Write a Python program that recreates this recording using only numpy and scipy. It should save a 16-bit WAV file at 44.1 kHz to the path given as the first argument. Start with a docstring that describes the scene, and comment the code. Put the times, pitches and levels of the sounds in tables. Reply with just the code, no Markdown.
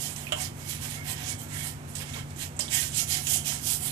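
"""Over a fan's drone, a stiff brush scrubs a wet porcelain toilet bowl in a small bathroom.
Thousands of random bristle flicks a second hiss, scrape and ring tuned bowl modes, stroke by stroke.
Rising blips wet the strokes; knocks clack, splash and ring; shaped noise makes the sloshes and fan air.
A decaying noise tail is the room. The phone's left microphone faces away: later and much duller."""
import sys
import numpy as np
from scipy import signal
from scipy.fft import rfft, irfft, next_fast_len
from scipy.io import wavfile
from scipy.ndimage import uniform_filter1d

SR = 44100
rng = np.random.default_rng(int(sys.argv[2]) if len(sys.argv) > 2 else 0)


def log_audio(samples):
    """Write samples as a 16-bit WAV file to the path given in sys.argv[1]."""
    # one column per channel
    frames = np.atleast_2d(samples).T
    # limit to full scale, then quantise
    limited = np.clip(frames, -1, 1)
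    pcm = np.round(limited * 32767).astype(np.int16)
    wavfile.write(sys.argv[1], SR, pcm)


def elevation(decibels):
    """Turn decibel levels (scalar or array-like) into linear amplitude ratios."""
    levels = np.asarray(decibels, float)
    return 10 ** (levels / 20)


N = 172431  # length in samples

# Brush strokes: peak_s, rise_s, fall_s, hiss_db, sizzle_over_hiss_db, scrape_db,
# middle_bowl_modes_db, outer_bowl_modes_db
STROKES = [(.03, 0.23, 0.15, -30.5, 4, -40.5, -55, -43.5), (.19, 0.035, 0.24, -41, 3, -48.5, -53, -48),
           (.42, 0.077, 0.07, -29, -0.5, -35.5, -38.5, -38), (.62, 0.099, 0.15, -44.5, 2, -52, -47, -51),
           (0.701, 0.052, 0.13, -32.5, 2, -39, -47, -62), (.845, .05, .05, -30.5, 3, -36.5, -60, -47),
           (.92, 0.079, 0.1, -34.5, 2, -40, -51, -60), (1.0, 0.1, 0.033, -59, 0, -47, -36.5, -49),
           (1.109, 0.082, 0.048, -30, 4, -33, -50, -42), (1.21, 0.091, 0.079, -37, -8, -38.5, -52, -44),
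           (1.301, 0.098, 0.065, -28, -9, -37.5, -40.5, -51), (1.41, 0.037, 0.075, -39, 5.5, -55, -44, -45),
           (1.55, 0.074, 0.17, -34.5, -0.5, -40, -37, -50),
           (1.659, 0.15, 0.093, -35.5, 5.5, -41.5, -56, -43), (1.9, 0.033, 0.15, -45, 2.5, -72, -64, -61),
           (2.02, 0.037, 0.031, -41, -6, -37, -44, -63), (2.1, 0.076, 0.013, -40.5, -21, -42, -50, -56),
           (2.179, 0.11, 0.057, -35.5, -25, -38, -40.5, -53), (2.31, 0.056, 0.031, -51, -7, -66, -56, -64),
           (2.43, 0.067, 0.053, -28, -3.5, -38, -53, -62), (2.64, 0.019, 0.071, -35, -20, -44, -48, -61),
           (2.741, 0.048, 0.17, -21.5, 0.5, -30, -42, -40), (2.83, 0.018, 0.032, -41, -12, -30.5, -52, -57),
           (3.002, 0.094, 0.052, -20.5, -3, -41, -37, -43),
           (3.131, 0.071, .11, -22.5, 0.5, -32.5, -38.5, -40),
           (3.34, 0.12, 0.087, -22, 3.5, -39.5, -43.5, -41),
           (3.482, 0.045, 0.13, -23.5, 0.5, -34, -40, -36.5), (3.711, 0.1, 0.074, -21.5, 5, -41, -44, -44),
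           (3.85, 0.066, 0.12, -29, 7, -41, -43, -46)]


def unit(x):
    """Scales to rms 1."""
    return x / np.sqrt(np.mean(x ** 2))


def along(table, hz):
    """Reads (hz, value) points on a log frequency axis."""
    table = np.array(table)
    return np.interp(np.log(hz + 1), np.log(table[:, 0] + 1), table[:, 1])


def colour(x, gain):
    """Filters by a gain that is a function of frequency."""
    size = next_fast_len(N + SR // 4)
    hz = np.arange(size // 2 + 1) * SR / size
    return irfft(rfft(x, size) * gain(hz), size)[..., :N]


def bell(hz, centre_hz, octaves):
    """Band shape, bell-like on a log frequency axis."""
    return np.exp(-.5 * (np.log2((hz + 1) / centre_hz) / octaves) ** 2)


def walk(rate_hz):
    """Smoothly wandering random level, rms 1."""
    span = max(int(SR / rate_hz), 1)
    smooth = uniform_filter1d(rng.standard_normal(N), span)
    return unit(uniform_filter1d(smooth, span))


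def flicks():
    """Bristles snap free at random moments, with random force and a fluttering level."""
    flicks_per_s, spread_db, flutter_db, flutter_hz = 22000, 1, 1, 60
    boost_db = spread_db * np.minimum(rng.exponential(size=N), 3)
    force = elevation(boost_db) * rng.standard_normal(N)
    happens = np.clip((flicks_per_s / SR - rng.random(N)) * 20, 0, 1)
    return force * happens * elevation(flutter_db * walk(flutter_hz))


def clumps(x):
    """Tufts catch unevenly: each third of an octave flickers on its own."""
    flicker_db, flicker_hz = 2.3, 22
    out = 0
    for centre_hz in 1000 * 2 ** np.arange(0, 4.2, 1 / 3):
        band = colour(x, lambda hz: bell(hz, centre_hz, 0.14))
        out = out + elevation(flicker_db * walk(flicker_hz)) * band
    return out


def pressure(table, *columns):
    """Each stroke swells and fades by 20 dB over its rise and fall; its level sums the given columns."""
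    bend = 1.9  # 2 = bell-shaped, less = more pointed
    t, power = np.arange(0, N + 64, 64) / SR, 0
    for row in table:
        peak_s, rise_s, fall_s = row[:3]
        away = np.abs(t - peak_s) / np.where(t < peak_s, rise_s, fall_s)
        level_db = sum(row[c] for c in columns) - 20 * away ** bend
        power = power + elevation(np.maximum(level_db, -200)) ** 2
    return np.interp(np.arange(N) / SR, t, np.sqrt(power))


def bristles(splash):
    """Tips hiss and sizzle, wet tufts scrape; strokes and knock splashes set their levels."""
    # Spectra of the tips and of the tufts: hz, relative level in db per Hz
    hiss_colour = [(1470, -57), (2500, -13), (3130, -5.5), (3860, -8), (4160, -6), (4450, -7.5),
                   (6060, -4.5), (7470, 0), (10300, -4), (14000, -11), (15000, -8.5)]
    scrape_colour = [(1000, -31), (1400, -12), (1650, 2), (2400, 1), (3200, 2), (4200, -8), (6000, -7.5)]
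    sizzle_above_hz = 9500
    tips = unit(clumps(colour(flicks(), lambda hz: elevation(along(hiss_colour, hz)))))
    sizzle = colour(tips, lambda hz: 1 / (1 + (sizzle_above_hz / (hz + 1)) ** 6))
    hiss = (tips - sizzle) * np.hypot(pressure(STROKES, 3), splash)
    hiss = hiss + sizzle * np.hypot(pressure(STROKES, 3, 4), elevation(-3) * splash)
    tufts = unit(clumps(colour(flicks(), lambda hz: elevation(along(scrape_colour, hz)))))
    return hiss + tufts * (pressure(STROKES, 5) + elevation(-12) * splash)


def ring(force, column):
    """Porcelain modes ring as decaying resonators; force(hz) is what pushes the mode of that pitch."""
    # Bowl modes: pitch_hz, relative knocked_db, relative brushed_db, t60_s
    modes = [(622, -2, -9.5, 0.12), (738.2, -13, 1, 0.18), (990, -2.5, -1, 0.045), (1346, -5, -4, 0.067),
             (1672, -17, -4.5, 0.11), (1880, -15, -7, 0.024), (2097, -21, -5.5, 0.11),
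             (2156, -16, 0.5, .13), (2236, -19.5, 0, .17), (2835, -11, -14, 0.1), (3096, -15, -2, 0.15),
             (3360, -4, -35, .06), (4040, -31, -6, 0.068)]
    out = 0
    for k, mode in enumerate(modes):
        hz, t60_s = mode[0], mode[3]
        pole = np.exp(2j * np.pi * hz / SR - np.log(1000) / (t60_s * SR))
        tone = signal.lfilter([1], [1, -pole], force(hz)).imag
        out = out + (-1) ** k * elevation(mode[column]) * tone  # neighbours alternate in sign
    return out


def brushed_bowl():
    """Bristle flicks keep the bowl ringing, its middle and outer modes following separate levels."""
    middle_hz, drift_db, drift_hz = (1200, 2600), 2.5, 9.7
    rub, middle, outer = flicks(), pressure(STROKES, 6), pressure(STROKES, 7)

    def push(hz):
        level = middle if middle_hz[0] < hz < middle_hz[1] else outer
        return rub * level * elevation(drift_db * walk(drift_hz))

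    steady = ring(lambda hz: rub, column=2)
    return ring(push, column=2) / np.std(steady)


def drops():
    """Tiny bubbles squeezed from the wet tufts: short rising blips under the scrape's pressure."""
    drops_per_s, low_hz, high_hz, cycles, glide = 220, 1600, 6500, 9, 0.25
    count = int(drops_per_s * N / SR)
    at, pitch, size = rng.random((count, 3)).T
    start_hz = low_hz * (high_hz / low_hz) ** pitch[:, None]
    step = np.arange(SR // 50)
    turns = start_hz * step / SR
    phase = 2 * np.pi * turns * (1 + glide * turns / cycles / 4)
    blip = np.sin(phase) * np.exp(-2 * turns / cycles)
    out = np.zeros(N + len(step))
    np.add.at(out, (at * N).astype(int)[:, None] + step, blip * elevation(8.7 * size[:, None]))
    return elevation(-9) * unit(out[:N]) * pressure(STROKES, 5)


def fan():
    """Extractor fan: broad air noise, most alike left and right in the bass, and wavering motor tones."""
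    # Air spectrum: hz, relative level in db per Hz
    air_colour = [(15, -18), (30, -16), (50, -21), (62, -10.5), (85, 1), (125, -7.5), (170, -7),
                  (260, -8.5), (400, -17), (570, -17), (740, -15.5), (1170, -19), (1900, -20.5),
                  (2800, -23.5), (4500, -31), (8000, -26), (15000, -40)]
    # Motor tones: pitch_hz, waver_hz, level_db
    motor_tones = [(97, 4, -51), (119.5, 1.5, -51), (145.3, 1.2, -44), (240, 2, -52), (359, 2, -63)]
    # Likeness of left and right: hz, likeness (0-1)
    likeness = [(25, .9), (60, .99), (150, .98), (300, .82), (600, .7), (1200, .5), (4000, .1)]
    air_db = -42  # right channel
    own, right = rng.standard_normal((2, N))
    alike = lambda hz: np.clip(along(likeness, hz), 0, 1)
    left = colour(right, alike) + colour(own, lambda hz: np.sqrt(1 - alike(hz) ** 2))
    air = colour(np.array([left, right]), lambda hz: elevation(along(air_colour, hz)))
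    out = air * elevation(air_db) / np.std(air[1])
    for pitch_hz, waver_hz, level_db in motor_tones:
        phase = 2 * np.pi * np.cumsum(pitch_hz + waver_hz * walk(11.22)) / SR
        out = out + elevation(level_db + 1.17 * walk(5.8)) * np.sqrt(2) * np.sin(phase)
    return out


def knocks():
    """Each blow of the brush head rattles on the bowl, clacks the plastic and splashes the bristles."""
    # Knocks and slaps: start_s, bowl_drive_db, splash_db, splash_t60_s, clack_db, clack_hz, clack_t60_s
    blows = [(.161, -70, -30.5, 0.12, -34, 6100, 0.048), (0.2684, -65, -48, .05, -30, 2520, .07),
             (.286, -54, -55, .05, -39, 2500, .05), (0.3214, -35, -28, 0.074, -20.5, 2900, 0.081),
             (.322, -80, -37, 0.036, -26.5, 1315, 0.041), (.322, -80, -45, 0.036, -27, 7070, 0.041),
             (1.952, -66, -29.5, 0.37, -31.5, 7900, 0.071), (2.139, -68, -40, 0.031, -36, 3270, 0.099),
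             (2.304, -80, -39, .05, -49, 6900, 0.035), (2.362, -80, -44, .08, -42, 7300, 0.055),
             (2.565, -80, -49, 0.098, -39, 7500, 0.079), (2.592, -45, -23.5, 0.093, -22, 7550, 0.092),
             (2.606, -58, -32, 0.17, -28.5, 5260, 0.17), (2.68, -55, -48, .05, -36, 3480, 0.078),
             (3.268, -64.5, -20, 0.12, -31, 3130, .08), (3.445, -71, -35, 0.11, -53, 2500, .05)]
    contact_s, splash_rise_s, clack_width_oct, tone_fade_s = 0.0042, .002, 0.18, 0.0072
    t, rattle = np.arange(N) / SR, rng.standard_normal(N)
    splash, contact, clack = np.zeros((3, N))
    for start_s, drive_db, splash_db, splash_t60_s, clack_db, clack_hz, clack_t60_s in blows:
        since = np.maximum(t - start_s, 0)
        struck = t > start_s
        splash += np.minimum(since / splash_rise_s, 1) * elevation(splash_db - 60 * since / splash_t60_s)
        contact += struck * elevation(drive_db) * np.exp(-since / contact_s) * (1 + rattle)
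        noise = unit(colour(rattle, lambda hz: bell(hz, clack_hz, clack_width_oct)))
        tone = 1.5 * np.sin(2 * np.pi * clack_hz * since) * np.exp(-since / tone_fade_s)
        clack += struck * elevation(clack_db - 60 * since / clack_t60_s) * (noise + tone)
    force = np.diff(contact, prepend=0) * 2.36
    return splash, clack + ring(lambda hz: force, column=1)


def slosh():
    """Dull gurgle of water shoved by the brush: unsteady noise in a low band."""
    # Water pushed about: peak_s, rise_s, fall_s, level_db
    shoves = [(.36, 0.027, 0.075, -42), (.86, 0.089, 0.078, -45), (1.11, .06, 0.078, -45),
              (2.02, 0.054, 0.047, -46), (2.17, 0.036, 0.047, -42), (2.62, .03, 0.05, -48)]
    # Gurgle spectrum: hz, relative level in db per Hz
    water_colour = [(250, -33), (350, 0), (700, 0.5), (1050, 3.5), (1500, -4), (2200, -35)]
    gurgle = flicks() * elevation(3 * walk(40))
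    return unit(colour(gurgle, lambda hz: elevation(along(water_colour, hz)))) * pressure(shoves, 3)


def room(near):
    """Tiled-room reverberation: a separate decaying noise tail for left and right."""
    t60_s, gap_s = 0.21, .002
    t = np.arange(SR // 2) / SR
    tail = rng.standard_normal((2, len(t))) * elevation(-60 * t / t60_s) * (t > gap_s)
    tail = tail / np.sqrt(np.sum(tail ** 2, axis=1, keepdims=True))
    return signal.fftconvolve(near[None], tail, axes=1)[:, :N]


def scene():
    """Brush, tiled room and fan, as they reach left and right."""
    splash, struck = knocks()
    near = bristles(splash) + brushed_bowl() + drops() + struck + slosh()
    echo = room(near)
    left = elevation(-6) * near + elevation(-2) * echo[0]
    right = near + elevation(-7) * echo[1]
    return np.array([left, right]) + fan()


def band_limit(x):
    """A steep low-pass at the top of the band."""
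    return signal.sosfilt(signal.butter(12, 15850, fs=SR, output="sos"), x)


def record(dry):
    """The left microphone is late and shaded in the treble; both hiss faintly; the top is cut."""
    # Shading of the left microphone: hz, gain_db
    left_shade = [(60, 3.5), (200, -2), (380, -0.5), (700, -4), (1290, -7), (2000, -12), (3300, -14.5),
                  (3800, -36), (5500, -29), (8120, -66), (15000, -46)]
    # Lateness of the left microphone: hz, phase lag in radians
    left_late = [(20, 0), (60, .15), (120, .4), (300, .8), (780, 1.5), (1640, 2.6), (3100, 3.7), (7000, 7),
                 (15000, 18)]
    mic_noise_db, top_hz = -60, 14370
    left = colour(dry[0], lambda hz: elevation(along(left_shade, hz)) * np.exp(-1j * along(left_late, hz)))
    both = np.array([left, dry[1]]) + elevation(mic_noise_db) * rng.standard_normal((2, N))
    low_pass = signal.ellip(8, .2, 50, top_hz, fs=SR, output="sos")
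    return band_limit(signal.sosfiltfilt(low_pass, both))


dry = scene()
out = record(dry)
log_audio(out)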